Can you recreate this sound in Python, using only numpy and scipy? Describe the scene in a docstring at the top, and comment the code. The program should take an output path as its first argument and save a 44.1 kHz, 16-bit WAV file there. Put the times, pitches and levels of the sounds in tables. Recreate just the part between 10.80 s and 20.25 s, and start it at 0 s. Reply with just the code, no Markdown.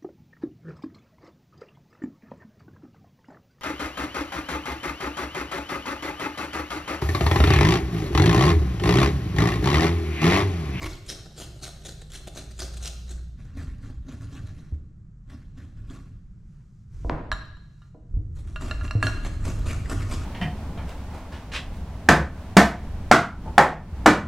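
"""Hard crunches, then quick juicy strokes: cucumber is grated on steel over a glass bowl, in an echoing room.
The strokes soften as the piece wears down; something knocks on the wooden table as a whole cucumber is
fetched, the grater clinks on the bowl and firm strokes begin. Rasps are coloured random tears with damped
steel ringing, squelches are brief sines, clinks and knocks are decaying modes; filtered noise and low sines
make the table's rumble, and a faint swelling hiss, a low hum and still air lie behind."""
import sys
import numpy as np
from scipy import signal
from scipy.fft import rfft, irfft, next_fast_len
from scipy.io import wavfile
from scipy.ndimage import uniform_filter1d

SR = 44100
rng = np.random.default_rng(int(sys.argv[2]) if len(sys.argv) > 2 else 0)


def digitize_waveform(pressure):
    """Quantize a signal to 16-bit integers and store it at the path in sys.argv[1].

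    Rows of a 2-D input are taken as channels; values are limited to [-1, 1].
    """
    field = np.atleast_2d(pressure).T
    bounded = np.clip(field, -1, 1)
    quanta = np.round(bounded * 32767).astype(np.int16)
    wavfile.write(sys.argv[1], SR, quanta)


N = 416744
TIME = np.arange(N) / SR

# Modes of the steel grater. Each row: frequency in Hz, relative level in dB, free ring (t60) in s.
GRATER_MODES = [(625, -9, 0.46), (1203, -6, 0.14), (1427, -9, 0.36), (1662, -2, 0.21), (2748, -8, 0.35),
                (3120, -10.5, 0.061), (4160, -5.5, 0.14), (4280, -18, 0.23), (4500, -18, 0.097),
                (5640, -16.5, .18), (8050, -13.5, 0.029)]


def from_db(db):
    """Decibels to gain."""
    return np.exp(np.asarray(db) * (np.log(10) / 20))


def rms_one(x):
    """Scale to unit power."""
    return x / np.sqrt(np.mean(x ** 2) + 1e-20)


def at_hz(points, hz):
    """Read a table on a log-frequency axis."""
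    f, value = np.transpose(points)
    return np.interp(np.log(np.maximum(hz, 1)), np.log(f), value)


def in_time(rows):
    """Each column of a curve at every sample."""
    s, *columns = np.transpose(rows)
    return [np.interp(TIME, s, column) for column in columns]


def colour(x, spectrum):
    """Give a noisy signal a spectrum; rms 1."""
    size = next_fast_len(N + SR // 10, real=True)
    hz = np.fft.rfftfreq(size, 1 / SR)
    gain = from_db(at_hz(spectrum, hz)).astype(np.float32)
    coloured = irfft(rfft(x.astype(np.float32), size) * gain, size)
    return rms_one(coloured[..., :N])


def low_pass(x, hz, order=2):
    """Dull a signal above hz."""
    return signal.sosfilt(signal.butter(order, min(hz, SR / 2 - 1), fs=SR, output="sos"), x)


def low_pass_in_phase(x, hz):
    """Dull forwards and then backwards, so that the lows stay in step with the source."""
    return low_pass(low_pass(x, hz)[::-1], hz)[::-1]


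def drift(rate):
    """Smooth chance with a spread of about 1, turning about rate times a second."""
    knots = np.cumsum(rng.exponential(1 / rate, N // 20))
    return np.interp(TIME, knots, rng.standard_normal(len(knots)))


def diffuse_noise(size):
    """Two channels of white noise from all around, whose likeness depends on frequency."""
    # Left-right likeness of diffuse sound. Each row: frequency in Hz, correlation from -1 to 1.
    likeness = [(25, 0.95), (60, 1), (130, 1), (400, 0.9), (1200, 0.62), (3000, 0.38), (7000, 0.9),
                (12000, .1)]
    mid, side = rfft(rng.standard_normal((2, size)))
    alike = np.clip(at_hz(likeness, np.fft.rfftfreq(size, 1 / SR)), -1, 1)
    common = np.sqrt((1 + alike) / 2) * mid
    opposed = np.sqrt((1 - alike) / 2) * side * [[1], [-1]]
    return irfft(common + opposed, size)


def ring(modes, extra_db=0, length=1):
    """Decaying sines of a struck body, neighbours opposite in sign; length scales every decay time."""
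    hz, db, t60 = np.transpose(modes)[:, :, None].astype(np.float32)
    t = TIME[:SR // 2].astype(np.float32)
    signs = (-1) ** np.arange(len(hz))[:, None]
    decay = np.exp(-np.minimum(t * np.float32(np.log(1000) / length) / t60, 20))
    strengths = np.ravel(signs * from_db(db + extra_db))
    return strengths @ (decay * np.sin(np.float32(2 * np.pi) * hz * t))


def add(track, s, sound):
    """Mix a sound in at a time."""
    start = round(s * SR)
    track[start:start + len(sound)] += sound[:N - start]


def stroking(strokes, attack_s, bite_db, swell_db, release_s, drag_db, drag_s, drag_crunch_db):
    """A push slides in, bites, holds, lets go and drags on: tearing level, and extra crunch in the lows."""
    motion = np.zeros((2, N))
    for s, hold, level_db, crunch_db in strokes:
        near = slice(max(0, int(s * SR) - SR // 8), int(s * SR) + 3 * SR // 4)
        t = TIME[near] - s
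        before, held, after = np.minimum(t, 0), np.clip(t / hold, 0, 1), np.maximum(t - hold, 0)
        grip = np.exp(before / attack_s - after / release_s)
        # the level steps by bite_db at the bite and moves by swell_db over the hold
        push = grip * from_db(level_db - bite_db * (t < 0) + swell_db * (held - .5))
        drag = from_db(level_db + drag_db) * (after > 0) * (1 - grip) * np.exp(-(after / drag_s) ** 2)
        crunch = push * (from_db(crunch_db) - 1) + drag * (from_db(drag_crunch_db) - 1)
        motion[:, near] += [push + drag, crunch]
    return motion


def snagging(snap_s=.005):
    """A tooth snags in the juicy flesh and snaps free: one brief surge of tearing and crunch."""
    # Each row: time of the peak in seconds, level before the mix in dB, extra crunch in the lows in dB.
    snags = [(.298, -39.5, -10), (.462, -60, 19.5), (1.222, -46, 7), (1.479, -37, 6.5), (1.715, -44, -0.5),
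             (1.822, -47, 17.5), (1.941, -44, 5), (1.975, -40, -8), (2.078, -36, -3.5)]
    motion = np.zeros((2, N))
    for s, level_db, crunch_db in snags:
        near = np.abs(TIME - s) < 10 * snap_s
        surge = from_db(level_db) * np.exp(-.5 * ((TIME[near] - s) / snap_s) ** 2)
        motion[:, near] += [surge, surge * (from_db(crunch_db) - 1)]
    return motion


def shifting(x, patchy_db, full_hz=2000):
    """The contact keeps changing, so brief resonances come and go at random pitches, least in the lows."""
    hz, _, frames = signal.stft(x.astype(np.float32), SR, nperseg=256)
    patches = uniform_filter1d(rng.standard_normal(frames.shape), size=9, axis=1)
    patches = uniform_filter1d(patches, size=4, axis=0)
    depth_db = patchy_db * np.sqrt(np.minimum(hz / full_hz, 1))[:, None]
    _, shifted = signal.istft(frames * from_db(depth_db * rms_one(patches)))
    return rms_one(shifted[:N])


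def rasp(motion, spectrum, tears_per_s, size_db, catch_db, patchy_db, steel_db, crunch_hz):
    """The teeth tear cell after cell; the flesh catches and slips, so tears come in stronger and weaker clumps."""
    speed, crunch = motion
    sizes = from_db(size_db * np.minimum(rng.exponential(1, N), 4)) * rng.choice([-1, 1], N)
    torn = rng.random(N) < tears_per_s / SR
    tears = sizes * torn * from_db(catch_db * drift(260))
    grain = shifting(colour(tears, spectrum), patchy_db)
    sound = speed * grain + crunch * low_pass_in_phase(grain, crunch_hz)
    # the tears also set the hand-damped steel ringing
    steel = ring(GRATER_MODES, length=0.59)
    ringing = signal.oaconvolve(speed * rms_one(tears), steel / np.linalg.norm(steel))[:N]
    return sound + from_db(steel_db) * ringing


def squelch(motion, cycles=22, spread_octaves=0.24):
    """Juice pockets pop under the strokes, each at its own pitch, falling 60 dB in a set count of cycles."""
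    # Wet pockets in the pulp. Each row: typical pitch in Hz, level relative to the stroke in dB,
    # pops per second of stroke.
    pockets = [(536, -9, 110), (4000, -23, 300)]
    speed, out, t = motion[0], np.zeros(N), TIME[:SR // 20]
    for centre_hz, level_db, per_s in pockets:
        born = np.flatnonzero((rng.random(N) < per_s / SR) & (speed > speed.max() / 20))
        for i, (detune, size_db) in zip(born, rng.standard_normal((SR // 20, 2))):
            hz = centre_hz * 2 ** (spread_octaves * detune)
            decay = from_db(level_db + size_db - 60 * t * hz / cycles)
            add(out, TIME[i], speed[i] * decay * np.sin(2 * np.pi * hz * t))
    return out


def hard_crunches():
    """The first abrupt pushes over the teeth: their motion and their rasp."""
    # Each row: bite in seconds, hold in seconds, level before the mix in dB, extra crunch in the lows in dB.
    strokes = [(.026, 0.002, -31.5, 0), (.041, 0.0024, -33, 0), (.058, 0.012, -34, 0.49)]
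    # Colour of the rasp. Each row: frequency in Hz, relative density in dB per Hz.
    spectrum = [(120, -60), (200, -11.5), (309, 3.5), (512, -9.5), (647, -5), (789, -13.5), (1070, 1.5),
                (1430, -14), (2210, -7), (2510, -20), (4090, -14.5), (12100, -29.5), (15000, -45)]
    motion = stroking(strokes, attack_s=0.012, bite_db=2.5, swell_db=4.5, release_s=0.0036,
                      drag_db=-15, drag_s=0.026, drag_crunch_db=-33.0)
    return motion, rasp(motion, spectrum, tears_per_s=5000, size_db=2.5, catch_db=1.0, patchy_db=4.0,
                        steel_db=-31, crunch_hz=1500)


def juicy_strokes():
    """Quick wet pushes, about four a second, with snags and popping juice."""
    # Each row: bite in seconds, hold in seconds, level before the mix in dB, extra crunch in the lows in dB.
    strokes = [(.088, 0.054, -43.5, 9.5), (.283, 0.026, -34.5, -0.5), (.577, 0.046, -37, 4),
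               (.824, .055, -38.5, 4.5), (1.05, 0.051, -40.5, 4.5), (1.317, 0.045, -40, 3.5),
               (1.56, 0.032, -40.5, 9), (1.79, .042, -36, 2), (2.026, 0.046, -37.5, 2),
               (2.29, 0.0099, -42, 6.5)]
    # Colour of the rasp. Each row: frequency in Hz, relative density in dB per Hz.
    spectrum = [(140, 0), (230, -10), (377, -2), (482, -11), (673, -7.5), (925, -20), (1410, -11.5),
                (2390, -15), (4130, -4.5), (4840, -11), (6650, -9), (9450, -13.5), (11100, -25.5),
                (12100, -20.5), (15500, -42)]
    motion = snagging() + stroking(strokes, attack_s=.016, bite_db=6.5, swell_db=2.5, release_s=.015,
                                   drag_db=-22, drag_s=.17, drag_crunch_db=14.5)
    grating = rasp(motion, spectrum, tears_per_s=5000, size_db=2.5, catch_db=4.0, patchy_db=3.5,
                   steel_db=-30.0, crunch_hz=1490)
    return motion, grating + squelch(motion)


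def soft_strokes():
    """Light pushes of a worn-down piece, with sparser tears."""
    # Each row: bite in seconds, hold in seconds, level before the mix in dB, extra crunch in the lows in dB.
    strokes = [(2.59, 0.1, -55, -3), (2.772, 0.061, -44.5, -1), (3.028, 0.067, -52, 0),
               (3.285, 0.054, -48, 1), (3.41, 0.027, -49.5, -10), (3.527, 0.052, -46.5, -3.5),
               (3.668, 0.017, -53, -13), (3.778, 0.15, -61, -4), (4.5, 0.038, -50, 0),
               (4.774, 0.062, -54, 0.5), (4.97, 0.053, -62.5, 1.5), (5.1, 0.053, -47, -1.5)]
    # Colour of the rasp. Each row: frequency in Hz, relative density in dB per Hz.
    spectrum = [(110, -20), (190, -10.5), (265, 1), (362, -18), (553, -22.5), (799, -23.5), (926, -30),
                (1130, -18), (1240, -28.5), (1440, -21.5), (2280, -31.5), (7140, -37.5), (12400, -50.5),
                (15500, -58)]
    motion = stroking(strokes, attack_s=0.017, bite_db=4.0, swell_db=-1.0, release_s=0.026,
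                      drag_db=-11.5, drag_s=.17, drag_crunch_db=-2)
    return motion, rasp(motion, spectrum, tears_per_s=2500, size_db=1.0, catch_db=1.5, patchy_db=3.5,
                        steel_db=-21, crunch_hz=1500)


def firm_strokes():
    """Firm pushes of the fresh cucumber, with dense tears and a marked bite."""
    # Each row: bite in seconds, hold in seconds, level before the mix in dB, extra crunch in the lows in dB.
    strokes = [(7.558, 0.044, -53.5, -2), (7.675, 0.15, -59, -2.5), (7.81, 0.1, -44, 3.5),
               (8.03, 0.026, -46.5, 5.5), (8.23, .05, -36.5, 3), (8.446, 0.022, -41.5, 3.5),
               (8.652, 0.046, -35, 0.5), (8.868, 0.049, -35.5, 1.5), (9.096, 0.031, -34, -1),
               (9.195, 0.036, -48, 3), (9.308, 0.034, -34, -1)]
    # Colour of the rasp. Each row: frequency in Hz, relative density in dB per Hz.
    spectrum = [(110, -19), (180, -3), (271, -2), (359, -8.5), (521, -13.5), (627, -10.5), (830, -18.5),
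                (1200, -11.5), (1420, -15.5), (2190, -20.5), (3300, -23.5), (5350, -26.5), (7350, -23),
                (11900, -36), (15500, -51)]
    motion = stroking(strokes, attack_s=0.014, bite_db=8.5, swell_db=-0.5, release_s=0.012,
                      drag_db=-15.5, drag_s=0.25, drag_crunch_db=3.5)
    return motion, rasp(motion, spectrum, tears_per_s=5000, size_db=2.0, catch_db=3.0, patchy_db=3.5,
                        steel_db=-24.0, crunch_hz=2500)


def clinks(uneven_db=5.0, contact_db=-13.0, contact_length=0.059, ring_db=-16.0):
    """Steel meets glass: both ring, most near the contact's pitch, with a brief bite while they still touch."""
    # Grater against bowl. Each row: time in seconds, relative grater level in dB, relative bowl level in dB,
    # pitch that the contact favours in Hz, fall away from it in dB per octave, share of the free ring length.
    hits = [(6.5167, -7.5, -15, 1720, 3.5, 0.25), (6.525, -52, -13.5, 2900, 2, 0.36),
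            (6.769, -62, -41, 4500, 4, 0.3), (7.019, -42, -41, 2400, 6, 0.98),
            (7.146, -29.5, -60, 623, 18.5, 0.56), (7.76, -16.5, -22, 1790, 4, 0.44),
            (7.821, -37, -33, 1390, 4, 0.45), (7.9112, -14.5, -16, 2650, 2.5, 0.29),
            (8.0114, -26.5, -26, 1700, 8, 0.5), (8.0504, -24, -44, 2700, 6, 0.36),
            (8.0792, -25, -31, 2820, 6, 0.4), (8.1097, -14.5, -25, 2610, 1.5, 0.34),
            (8.2276, -8.5, -15, 2700, 1.5, 0.49), (8.268, -11, -34, 2140, 1, 0.51)]
    # Modes of the glass bowl. Each row: frequency in Hz, relative level in dB, free ring (t60) in s.
    bowl_modes = [(1005, -3.5, 0.1), (1240, -7.5, 0.14), (1320, -18.5, 0.2), (1383, 5, 0.17),
                  (1727, -2, 0.12), (1870, -15, 0.28), (2740, -30, 0.49), (2900, -6.5, 0.082),
                  (3080, -5.5, 0.064), (3800, -4.5, 0.091), (3870, -20.5, 0.29), (4150, -17.5, 0.4),
                  (5250, -27.5, 0.2), (5120, -24, 0.38), (7110, -21, 0.48), (7570, -16, 0.12),
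                  (10030, -20.5, 0.11), (12190, -30, 0.18)]
    out = np.zeros(N)
    for s, grater_db, bowl_db, hz, focus_db, length in hits:
        for modes, level_db in ((GRATER_MODES, grater_db), (bowl_modes, bowl_db)):
            octaves_off = np.abs(np.log2(np.array(modes)[:, :1] / hz))
            uneven = uneven_db * rng.standard_normal(octaves_off.shape)
            strength = level_db - focus_db * octaves_off + uneven
            bite = ring(modes, strength + contact_db, contact_length)
            add(out, s, ring(modes, strength + ring_db, length) + bite)
    return out


def knocks():
    """Short wooden knocks on the table; a softer contact is duller."""
    # Each row: time in seconds, relative level in dB, brightness (cutoff) in Hz, multiple of the modes' ring.
    hits = [(3.92, -39.5, 333, 1.25), (6.2461, -28, 700, 2.5), (6.2964, -17.5, 3980, 1.13),
            (7.148, -41.5, 594, 3), (7.337, -47, 400, 1.5), (7.369, -38.5, 328, 3.2),
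            (7.41, -43.5, 298, 2.3), (8.15, -27.5, 460, 3.6)]
    # Modes of the wood. Each row: frequency in Hz, relative level in dB, basic ring (t60) in s.
    wood_modes = [(295, -13, 0.018), (470, -15.5, 0.02), (694, -12.5, 0.0099), (983, -14.5, 0.021),
                  (1450, -3.5, 0.002), (2400, -3, 0.0008), (4740, -7.5, 0.0006)]
    out = np.zeros(N)
    for s, level_db, hz, length in hits:
        knock = low_pass(ring(wood_modes, length=length), hz, order=3)
        add(out, s, from_db(level_db) * 10 * knock / np.linalg.norm(knock))
    return out


def swelling_hiss():
    """Faint airy hiss that swells and fades: coloured noise under stroke envelopes."""
    # Each row: end of the rise in seconds, hold in seconds, level in dB, change of the lows in dB.
    swells = [(5.35, 0.4, -84, 5), (5.7, 0.32, -79, -16), (5.79, 0.014, -99, 25), (6.15, 0.16, -64.5, -1),
              (6.8, 0.28, -75.5, 0), (7.3, 0.38, -80.5, -14.5)]
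    # Colour of the hiss. Each row: frequency in Hz, relative density in dB per Hz.
    spectrum = [(150, -28), (500, -0.5), (1500, 4), (3500, -5), (6500, -1), (9000, -9), (12500, -20.5),
                (15500, -12.5)]
    level, low_part = stroking(swells, attack_s=0.031, bite_db=-2, swell_db=4.5, release_s=0.038,
                               drag_db=-12, drag_s=.2, drag_crunch_db=2.0)
    hiss = colour(rng.standard_normal(N), spectrum)
    return level * hiss + low_part * low_pass_in_phase(hiss, 2500)


def table_thumps(thump_s=0.036, press_s=0.0012):
    """The hands bear down on the table: low sines with a quick rise and a short decay."""
    # Each row: time in seconds, level in dB, pitch in Hz.
    leans = [(0.049, -28.5, 44.6), (2.879, -25, 66), (3.172, -26, 63), (3.629, -26.5, 100),
             (3.924, -19, 74.6), (6.25, -20, 55.5), (6.321, -27, 150), (6.528, -23, 43),
             (7.341, -15.5, 48.4), (7.368, -20.5, 92.3), (8.014, -21.5, 75), (8.153, -12, 105.8),
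             (8.248, -18, 104.6), (8.661, -22, 95), (9.199, -18, 97)]
    thumps, t = np.zeros(N), TIME[:SR // 2]
    envelope = np.exp(-t / thump_s) * (1 - np.exp(-t / press_s))
    for s, level_db, hz in leans:
        add(thumps, s, from_db(level_db) * np.sin(2 * np.pi * hz * t) * envelope)
    return thumps


def table_rumble(shake, sway_db=-2, drum_rest_db=-60, drum_with_sway_db=-5, shake_s=0.032):
    """The table sways; its top drums faintly all the time, more with the sway and for a moment at each push."""
    # Course of the slow sway. Each row: time in seconds, base level in dB that sway and drumming both follow.
    sway_level = [(0.0, -35.5), (0.53, -50.5), (2.34, -44.5), (2.92, -40), (3.55, -42.5), (3.58, -39),
                  (4.45, -48), (5.0, -39.5), (6.05, -50), (6.1, -43), (6.24, -31), (7.19, -53), (7.37, -32),
                  (7.47, -34.5), (8.74, -27), (8.79, -24.5), (9.13, -27.5), (9.45, -29.5)]
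    # Colours of the sway and of the drumming. Each row: frequency in Hz, relative density in dB per Hz.
    sway_spectrum = [(12, -12), (22, -8), (36, -2), (50, -6), (65, -9.5), (85, -26), (150, -48.5),
                     (1000, -140)]
    drum_spectrum = [(50, -17.5), (80, 3.5), (96, -4.5), (106, 5), (120, -12), (150, -8), (200, -20),
                     (262, -26.5), (330, -23.5), (500, -40), (1000, -70.5), (4000, -140)]
    base_db, = in_time(sway_level)
    shaken = low_pass(shake, 1 / (2 * np.pi * shake_s), order=1)
    drum_level = np.sqrt(from_db(drum_rest_db) ** 2 + from_db(base_db + drum_with_sway_db) ** 2 + shaken ** 2)
    size = next_fast_len(N)
    sway = from_db(base_db + sway_db) * colour(diffuse_noise(size), sway_spectrum)
    return sway + drum_level * colour(diffuse_noise(size), drum_spectrum)


def hum(waver_db=1.5):
    """One low tone that swells for a moment, its level wavering slightly."""
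    # Each row: time in seconds, pitch in Hz, rms level before the waver in dB.
    course = [(.4, 59.9, -57), (.7, 59.07, -46), (1.5, 58.23, -48.5), (1.85, 58.56, -36.5),
              (2.45, 60.2, -34.5), (2.55, 59.1, -37.5), (2.62, 55.5, -86)]
    hz, level_db = in_time(course)
    level = np.sqrt(2) * from_db(level_db + waver_db * drift(15))
    return level * np.sin(2 * np.pi * np.cumsum(hz) / SR)


def still_air(level_db=-50.5):
    """Steady diffuse noise of the quiet room."""
    # Each row: frequency in Hz, relative density in dB per Hz.
    spectrum = [(71, -34), (120, 10), (212, -2), (276, -25.5), (529, -32), (955, -37), (1270, -30.5),
                (2150, -41.5), (2530, -46), (3730, -49.5), (7440, -45.5), (10000, -59.5), (15500, -71.5)]
    return from_db(level_db) * colour(diffuse_noise(next_fast_len(N)), spectrum)


def room_response(build_s=0.0046):
    """A diffuse tail of unit energy in which each band dies at its own pace."""
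    # Each row: band centre in Hz, reverberation time (t60) in s.
    bands = [(150, 1), (500, 0.71), (1400, 0.68), (4000, 0.84), (9000, 0.49), (15000, 0.97)]
    t, noise = TIME[:SR], rfft(diffuse_noise(SR))
    hz, centres = np.fft.rfftfreq(SR, 1 / SR), np.transpose(bands)[0]
    tail = 0
    for centre, t60 in bands:
        # each band fades linearly into its neighbours on the log-frequency axis
        share = at_hz(np.c_[centres, centres == centre], hz)
        tail = tail + irfft(noise * share, SR) * from_db(-60 * t / t60)
    return rms_one(tail * (1 - np.exp(-t / build_s))) / np.sqrt(SR)


def microphones(x, lag_samples=.6, scatter_db=-5, scatter_hz=11500):
    """Direct sound reaches the right microphone first; nearby things scatter its treble differently to each."""
    size = next_fast_len(N)
    hz = np.fft.rfftfreq(size, 1 / SR)
    turn = np.pi * hz / SR * lag_samples * np.array([[-1], [1]])
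    echoes = rng.standard_normal(SR // 120)
    treble = np.minimum(hz / scatter_hz, 1) ** 2
    scatter = from_db(scatter_db) * treble * rfft(echoes / np.linalg.norm(echoes), size)
    return irfft(rfft(x, size) * (np.exp(1j * turn) + scatter * [[1], [-1]]), size)[:, :N]


def scene():
    """Grating, clinks and knocks, each with its share of the room, over hiss, rumble, hum and still air."""
    hard_push, hard = hard_crunches()
    juicy_push, juicy = juicy_strokes()
    soft_push, soft = soft_strokes()
    firm_push, firm = firm_strokes()
    clink, knock = clinks(), knocks()
    grating = hard + from_db(-2.5) * juicy + from_db(3.0) * soft + from_db(-0.5) * firm
    # the rim is struck a little to the right: 2.5 dB between the sides
    panned_clink = clink * from_db(2.5 * np.array([[-.5], [.5]]))
    direct = microphones(grating + knock + swelling_hiss() + panned_clink)

    sent = from_db(-5.5) * hard + from_db(-6.5) * juicy + from_db(-4.5) * soft + from_db(-3.5) * firm
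    # the table top radiates the knock's low part all round the room
    sent = sent + from_db(-6.5) * clink + from_db(2.0) * low_pass(knock, 1800, order=1)
    room = signal.fftconvolve(sent[None], room_response(), axes=1)[:, :N]

    # each kind of stroke shakes the table in its own measure
    shake = from_db(-0.5) * hard_push[0] + from_db(-13.5) * juicy_push[0]
    shake = shake + from_db(9) * soft_push[0] + from_db(2.5) * firm_push[0]
    return direct + room + table_thumps() + table_rumble(shake) + hum() + still_air()


def record(dry):
    """Each microphone has its own slight colour; the top is cut steeply."""
    # Each row: frequency in Hz, left minus right in dB.
    balance = [(300, -0.5), (1400, 0.7), (4000, 0.1), (8000, 0.4), (12000, 3)]
    size = next_fast_len(N)
    tilt_db = at_hz(balance, np.fft.rfftfreq(size, 1 / SR)) * np.array([[.5], [-.5]])
    heard = irfft(rfft(dry, size) * from_db(tilt_db), size)[:, :N]
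    cutoff_hz = 15400
    return signal.sosfilt(signal.ellip(10, .2, 80, cutoff_hz, fs=SR, output="sos"), heard)


dry = scene()
out = record(dry)
digitize_waveform(out)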